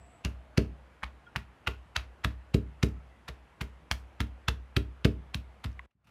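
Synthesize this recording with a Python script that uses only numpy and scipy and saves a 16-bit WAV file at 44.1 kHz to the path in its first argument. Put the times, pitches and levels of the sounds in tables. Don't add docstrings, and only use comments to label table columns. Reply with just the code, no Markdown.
import sys
import numpy as np
from scipy import signal
from scipy.fft import rfft, irfft
from scipy.io import wavfile
from scipy.ndimage import uniform_filter1d

SR = 44100
rng = np.random.default_rng(int(sys.argv[2]) if len(sys.argv) > 2 else 0)


def dump(signal):
    limited = np.clip(np.atleast_2d(signal).T, -1, 1)
    pcm = np.round(limited * 32767).astype(np.int16)
    wavfile.write(sys.argv[1], SR, pcm)


def volts_from_db(level):
    exponent = np.asarray(level, float) / 20
    return 10 ** exponent


N = 269010
LEAD = SR // 4
CUT_S = 5.862

# freq_hz, relative_db
WASH_SPECTRUM = [(40, -7.5), (62, -6), (85, -3), (120, -6), (200, -8), (400, -11.5), (660, -11),
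                 (1000, -12), (1900, -17), (2900, -22.5), (4200, -32), (5500, -36), (8000, -39),
                 (11500, -41.5), (13400, -51), (16000, -66)]
# start_s, end_s, centre_hz, width_hz, level_db
FAR_BANDS = [(-.14, .27, 7850, 450, -73), (-.15, .32, 685, 70, -66), (.22, .62, 630, 90, -68),
             (.68, .97, 530, 80, -70), (2.6, 3.25, 1300, 90, -75), (3.07, 3.23, 1980, 110, -73),
             (2.97, 3.11, 2230, 100, -76)]
# start_s, pitch_hz, level_db, rise_s, t60_s
CLINKS = [(1.265, 1420, -47, 0.012, .06), (1.265, 3250, -58.5, 0.0016, 0.051),
          (5.7924, 2000, -32, 0.0018, 0.0077), (5.7937, 1066, -41, 0.0044, 0.016)]
# freq_hz, t60_s
KITCHEN_DECAY = [(100, 0.39), (300, 0.3), (2000, 0.19), (10000, 0.19)]
# time_s, peak_db, centre_hz
SEED_SNAPS = [(0.2497, -20, 3300), (0.5755, -19, 3140), (0.5795, -14.5, 3120), (1.024, -39, 1310),
              (1.0316, -25.5, 1180), (1.0354, -21, 1580), (1.0418, -25.5, 1960), (1.3542, -36, 1120),
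              (1.3602, -14, 1780), (1.364, -21.5, 2450), (1.665, -37, 1500), (1.675, -20, 2207),
              (1.6771, -14, 1990), (1.963, -12.5, 1900), (1.9657, -13, 3320), (2.2474, -13.5, 2240),
              (2.544, -23.5, 3230), (2.545, -29, 3100), (2.8296, -17, 3070), (2.8325, -15, 2970),
              (3.2872, -27.5, 2480), (3.2916, -34.5, 2400), (3.6162, -27, 2370), (3.9134, -10.5, 2610),
              (3.9193, -18, 2230), (4.2043, -18.5, 2500), (4.2146, -29, 2420), (4.4848, -14.5, 2830),
              (4.4916, -23, 2900), (4.766, -13, 2600), (4.769, -16, 2400), (5.0473, -14, 3150),
              (5.0509, -18, 2430), (5.058, -30.5, 2360), (5.3455, -16, 2760), (5.643, -34.5, 1640),
              (5.6433, -28, 2690), (5.6477, -28, 2430), (5.661, -37, 2500), (5.719, -56, 4500),
              (5.73, -55, 4000), (5.794, -34.5, 1810)]
# peak_s, burst_db, treble_db (relative to body), squash_db, centre_hz
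SPICE_CRUSHES = [(0.25, -32.5, -15, -47.5, 2570), (0.577, -33.5, -15, -44.5, 2520),
                 (1.034, -39, -21.5, -50.5, 1820), (1.363, -37.5, -15, -50.5, 2330),
                 (1.674, -29.5, -16.5, -43.5, 2650), (1.96, -37, -19.5, -41, 2420),
                 (2.245, -29.5, -14.5, -45.5, 2050), (2.544, -32, -10.5, -53, 2700),
                 (2.831, -34, -9, -48.5, 2360), (3.284, -35.5, -14.5, -54, 2120),
                 (3.613, -35, -13, -50.5, 2320), (3.915, -37.5, -5, -48, 2230),
                 (4.206, -32, -13, -50.5, 2560), (4.484, -26, -13.5, -49, 3360),
                 (4.767, -30, -9.5, -52, 2620), (5.051, -27.5, -14, -48.5, 2580),
                 (5.345, -37, -10, -54.5, 2640), (5.643, -38.5, -12.5, -52.5, 2205),
                 (5.911, -48, -21, -62, 2550), (6.045, -69, -7.5, -62, 2500),
                 (6.072, -67, -13.5, -58, 2470)]
# freq_hz, relative_db
GRIT_SPECTRUM = [(410, -44), (700, -1), (1410, 4.5), (1650, 1.5), (1800, -0.5), (2450, -2.5), (2700, 2),
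                 (7000, -19), (9100, -44), (15400, -120)]
# freq_hz, relative_db
SIZZLE_SPECTRUM = [(3000, -35.5), (4500, -2.5), (6500, -4), (9000, -6.5), (13500, -8), (16000, -22)]
# freq_hz, level_db, t60_s, first_swing (1 towards the microphone, -1 away)
SLAB_MODES = [(55.97, -41.5, 0.57, -1.0), (62.77, -31, 0.34, -1.0), (63.64, -40, 0.89, -1),
              (97.3, -30, 0.17, -1.0), (101.17, -28, 0.26, 1.0), (123.3, -33.5, 0.29, 1.0),
              (137, -13.5, 0.037, 1.0), (147.8, -37.5, 0.39, -1.0), (187.9, -18.5, 0.1, -1.0),
              (225.6, -30.5, 0.24, -1.0), (262.3, -30.5, 0.13, 1.0), (295.5, -11.5, 0.063, 1.0),
              (296.9, -15.5, 0.11, -1.0), (346.7, -27.5, 0.095, -1.0), (394.8, -15.5, 0.083, 1.0),
              (415.7, -29, 0.175, 1.0), (444, -10, 0.063, 1.0), (442.4, -0.82, 0.021, -1.0),
              (524, -10.5, 0.025, 1.0), (583, -33, 0.13, -1.0), (626.8, -27, 0.21, 1.0),
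              (670, -22.5, 0.093, -1.0), (682, -26.5, 0.1, 1)]
# push_centre_s, push_db (through garlic), push_ms, stone_db (stone on stone),
# stone_after_ms (after the push centre)
ROLLER_BLOWS = [(-0.054, -8, 11, -34, -5), (0.2502, 2.5, 8, -6.5, -4), (0.5790, -14, 4.7, 4, -3),
                (1.0355, 1, 18, -18.5, -6), (1.3586, -2, 11, -12.5, 6.5), (1.6730, -0.5, 10.4, -17, 2.5),
                (1.9656, 3.2, 14.3, -18, -7.5), (2.2450, 1.5, 10, -7, 2.5), (2.2640, -10.5, 4.8, -40, 1.5),
                (2.5400, -7.5, 8.6, 3.5, 1.5), (2.8282, 1.2, 11.7, 2.04, 1.6), (3.2911, -5, 12, -12.5, -5),
                (3.6140, -1.5, 15, -9.5, -3.5), (3.9135, 0.5, 11, -10.5, -3.5), (4.2045, 2, 7, -3.5, -3.5),
                (4.4826, 4.5, 12, -8, -1.1), (4.7632, 0, 4.3, 1.5, 2.5), (5.0483, -12, 15, 5, -1),
                (5.3600, 0, 15, -9, -12), (5.6580, 5.5, 14.8, -11, -9), (5.948, -13.5, 4.1, -31.5, 1),
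                (6.051, -27, 4.9, -35, 6), (6.077, -34, 3, -51, -4)]
# time_s, gain_db
NEXT_FADE = [(5.858, -22), (5.95, -35.5), (6.03, -20), (6.1, -7)]


def read(points, hz):
    f, value = np.transpose(points)
    return np.interp(np.log(hz + 1), np.log(f + 1), value)


def evened(x):
    return x / np.sqrt(np.mean(x ** 2) + 1e-20)


def coloured(x, points):
    gain = volts_from_db(read(points, np.fft.rfftfreq(len(x), 1 / SR)))
    return evened(irfft(rfft(x) * gain, len(x)))


def add(mix, start_s, sound):
    part = mix[round(start_s * SR) + LEAD:][:len(sound)]
    part += sound[:len(part)]


def resonate(x, hz, width_hz):
    r = np.exp(-np.pi * width_hz / SR)
    return 2 * signal.lfilter([1 - r], [1, -r * np.exp(2j * np.pi * hz / SR)], x).real


def resonate_twice(x, hz, width_hz):
    return resonate(resonate(x, hz, width_hz), hz, width_hz)


def kitchen_wash():
    frames, hz = (N + LEAD) // 256 + 5, np.fft.rfftfreq(1024, 1 / SR)
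    real, imag, patches = rng.standard_normal((frames, 513, 3)).T
    patches = uniform_filter1d(patches, 10, 0)
    patches_db = evened(uniform_filter1d(patches, 20, 1))
    z = (real + 1j * imag) * volts_from_db(read(WASH_SPECTRUM, hz)[:, None] + patches_db)
    wash = signal.istft(z, nperseg=1024, noverlap=768)[1][:N + LEAD]
    return volts_from_db(-60.5) * evened(wash)


def far_bands():
    out = np.zeros(N + LEAD)
    for start_s, end_s, hz, width_hz, db in FAR_BANDS:
        band = evened(resonate_twice(rng.standard_normal(SR), hz, width_hz))
        band = band[:round((end_s - start_s) * SR)]
        add(out, start_s, volts_from_db(db) * band * signal.windows.tukey(len(band), 0.7))
    return out


def clinks():
    out, t = np.zeros(N + LEAD), np.arange(SR // 5) / SR
    for start_s, hz, db, rise_s, t60_s in CLINKS:
        decay = volts_from_db(db - 60 * np.maximum(t - rise_s, 0) / t60_s)
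        add(out, start_s, np.minimum(t / rise_s, 1) * decay * np.sin(2 * np.pi * hz * t))
    return out


def kitchen_reflections(x):
    taps = np.zeros(SR // 2)
    at = np.arange(250, len(taps) - 20, 20)
    taps[at + rng.integers(0, 20, len(at))] = rng.choice([-1., 1.], len(at))
    hz, t, z = signal.stft(taps, SR, nperseg=256)
    decay = volts_from_db(-60 * t / read(KITCHEN_DECAY, hz)[:, None])
    tail = signal.istft(z * decay, SR, nperseg=256)[1]
    return signal.oaconvolve(x, tail / np.linalg.norm(tail))[:len(x)]


def snaps(rows):
    out, t = np.zeros(N + LEAD), np.arange(400) / SR
    small = signal.butter(2, 800, "high", fs=SR, output="sos")
    bright = signal.butter(2, [3600, 11000], "band", fs=SR, output="sos")
    for time_s, peak_db, hz in rows:
        edge, spit = rng.standard_normal((2, 400))
        drive = 0.21 * edge * np.exp(-t / 0.0011)
        drive[0] = 1
        body = resonate(drive, hz * 0.66, 0.71 * hz)
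        body -= 1.11 * resonate(drive, hz * 1.44, 0.67 * hz)
        body += 0.33 * resonate(drive, hz * 2.16, 0.52 * hz)
        body = signal.sosfilt(small, body)
        body = signal.sosfilt(signal.butter(2, 3.9 * hz, fs=SR, output="sos"), body)
        spit = signal.sosfilt(bright, spit * np.exp(-t / 0.00075))
        spit_db = -21.5 + 9.5 * np.log2(hz / 2500)
        snap = body / np.linalg.norm(body) + volts_from_db(spit_db) * spit / np.linalg.norm(spit)
        add(out, time_s - 0.0002, volts_from_db(peak_db) * snap / abs(snap).max())
    return out


def crush(rows):
    bite_t60_s, burst_t60_s, squash_t60_s = 0.016, 0.033, 0.22
    touch_s, touch_db = 0.010, -12
    grains_per_s = 6000
    shape = (3, N + LEAD)
    size_db = 4.5 * np.minimum(rng.exponential(1, shape), 3)
    size = volts_from_db(size_db) * rng.standard_normal(shape)
    grains = size * (rng.random(shape) < grains_per_s / SR)
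    grit, sizzle = coloured(grains[0], GRIT_SPECTRUM), coloured(grains[1], SIZZLE_SPECTRUM)
    sound, bursts = np.zeros(N + LEAD), np.zeros(N + LEAD)
    t = np.arange(-SR // 25, SR // 4) / SR
    late = np.clip(1 + t / 0.0086, 0, 1)
    for peak_s, burst_db, treble_db, squash_db, hz in rows:
        start_s = peak_s + t[0]
        burst = volts_from_db(burst_db - 60 * np.maximum(t / burst_t60_s, -t / bite_t60_s))
        squash_fall = np.maximum(abs(t / squash_t60_s) ** 1.06, -t / 0.014)
        touch = np.clip((t + touch_s) / 0.00085, 0, 1) * (t < 0)
        level = burst + volts_from_db(squash_db - 60 * squash_fall) + volts_from_db(squash_db + touch_db) * touch
        at = round(start_s * SR) + LEAD
        level = level[:N + LEAD - at]
        body = grit[at:][:len(level)]
        body = evened(body + 0.85 * resonate_twice(body, hz, 0.35 * hz))
        treble = late[:len(level)] * volts_from_db(treble_db) * sizzle[at:][:len(level)]
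        add(sound, start_s, level * (body + treble))
        add(bursts, start_s, burst)
    return sound, volts_from_db(-12.5) * bursts * evened(grains[2])


def thumps(rows, shake):
    force, t = shake.copy(), np.arange(SR) / SR
    for centre_s, push_db, push_ms, stone_db, stone_after_ms in rows:
        stone_ms = np.clip(2.48 + 0.16 * (4 - stone_db), 1, 8)
        contacts = [(0, push_db, push_ms), (stone_after_ms, stone_db, stone_ms)]
        for lag_ms, db, ms in contacts:
            pulse = np.hanning(max(round(ms * SR / 1000), 3))
            add(force, centre_s + (lag_ms - ms / 2) / 1000, volts_from_db(db) * pulse / pulse.sum())
    ring = np.zeros(SR)
    for hz, db, t60_s, first_swing in SLAB_MODES:
        ring += np.sign(first_swing) * volts_from_db(db - 60 * t / t60_s) * np.sin(2 * np.pi * hz * t)
    return signal.oaconvolve(force, ring)[:N + LEAD]


def blows(keep):
    pushes = [row for row in ROLLER_BLOWS if keep(row[0])]
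    spice, shake = crush([row for row in SPICE_CRUSHES if keep(row[0])])
    bright = snaps([row for row in SEED_SNAPS if keep(row[0])]) + spice
    low = thumps(pushes, shake)
    knock = signal.sosfilt(signal.butter(2, 160, "high", fs=SR, output="sos"), low)
    return low + bright + kitchen_reflections(volts_from_db(-15.5) * bright + volts_from_db(-13.0) * knock)


def scene():
    t = (np.arange(N + LEAD) - LEAD) / SR
    wash = kitchen_wash()
    first = blows(lambda s: s < CUT_S) + wash + far_bands() + clinks()
    second = blows(lambda s: s > CUT_S) + wash
    gate = np.clip((CUT_S - t) / 0.0022, 0, 1)
    fade = volts_from_db(np.interp(t, *np.transpose(NEXT_FADE)))
    return (gate * first + (1 - gate) * fade * second)[None, LEAD:]


def low_pass(x):
    return signal.sosfilt(signal.butter(12, 16510, fs=SR, output="sos"), x)


def record(dry):
    x = signal.sosfilt(signal.butter(4, 40, "high", fs=SR, output="sos"), dry)
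    x = signal.oaconvolve(x, signal.firwin(255, 16400, fs=SR)[None], "same")
    return low_pass(x)


dry = scene()
out = record(dry)
dump(out)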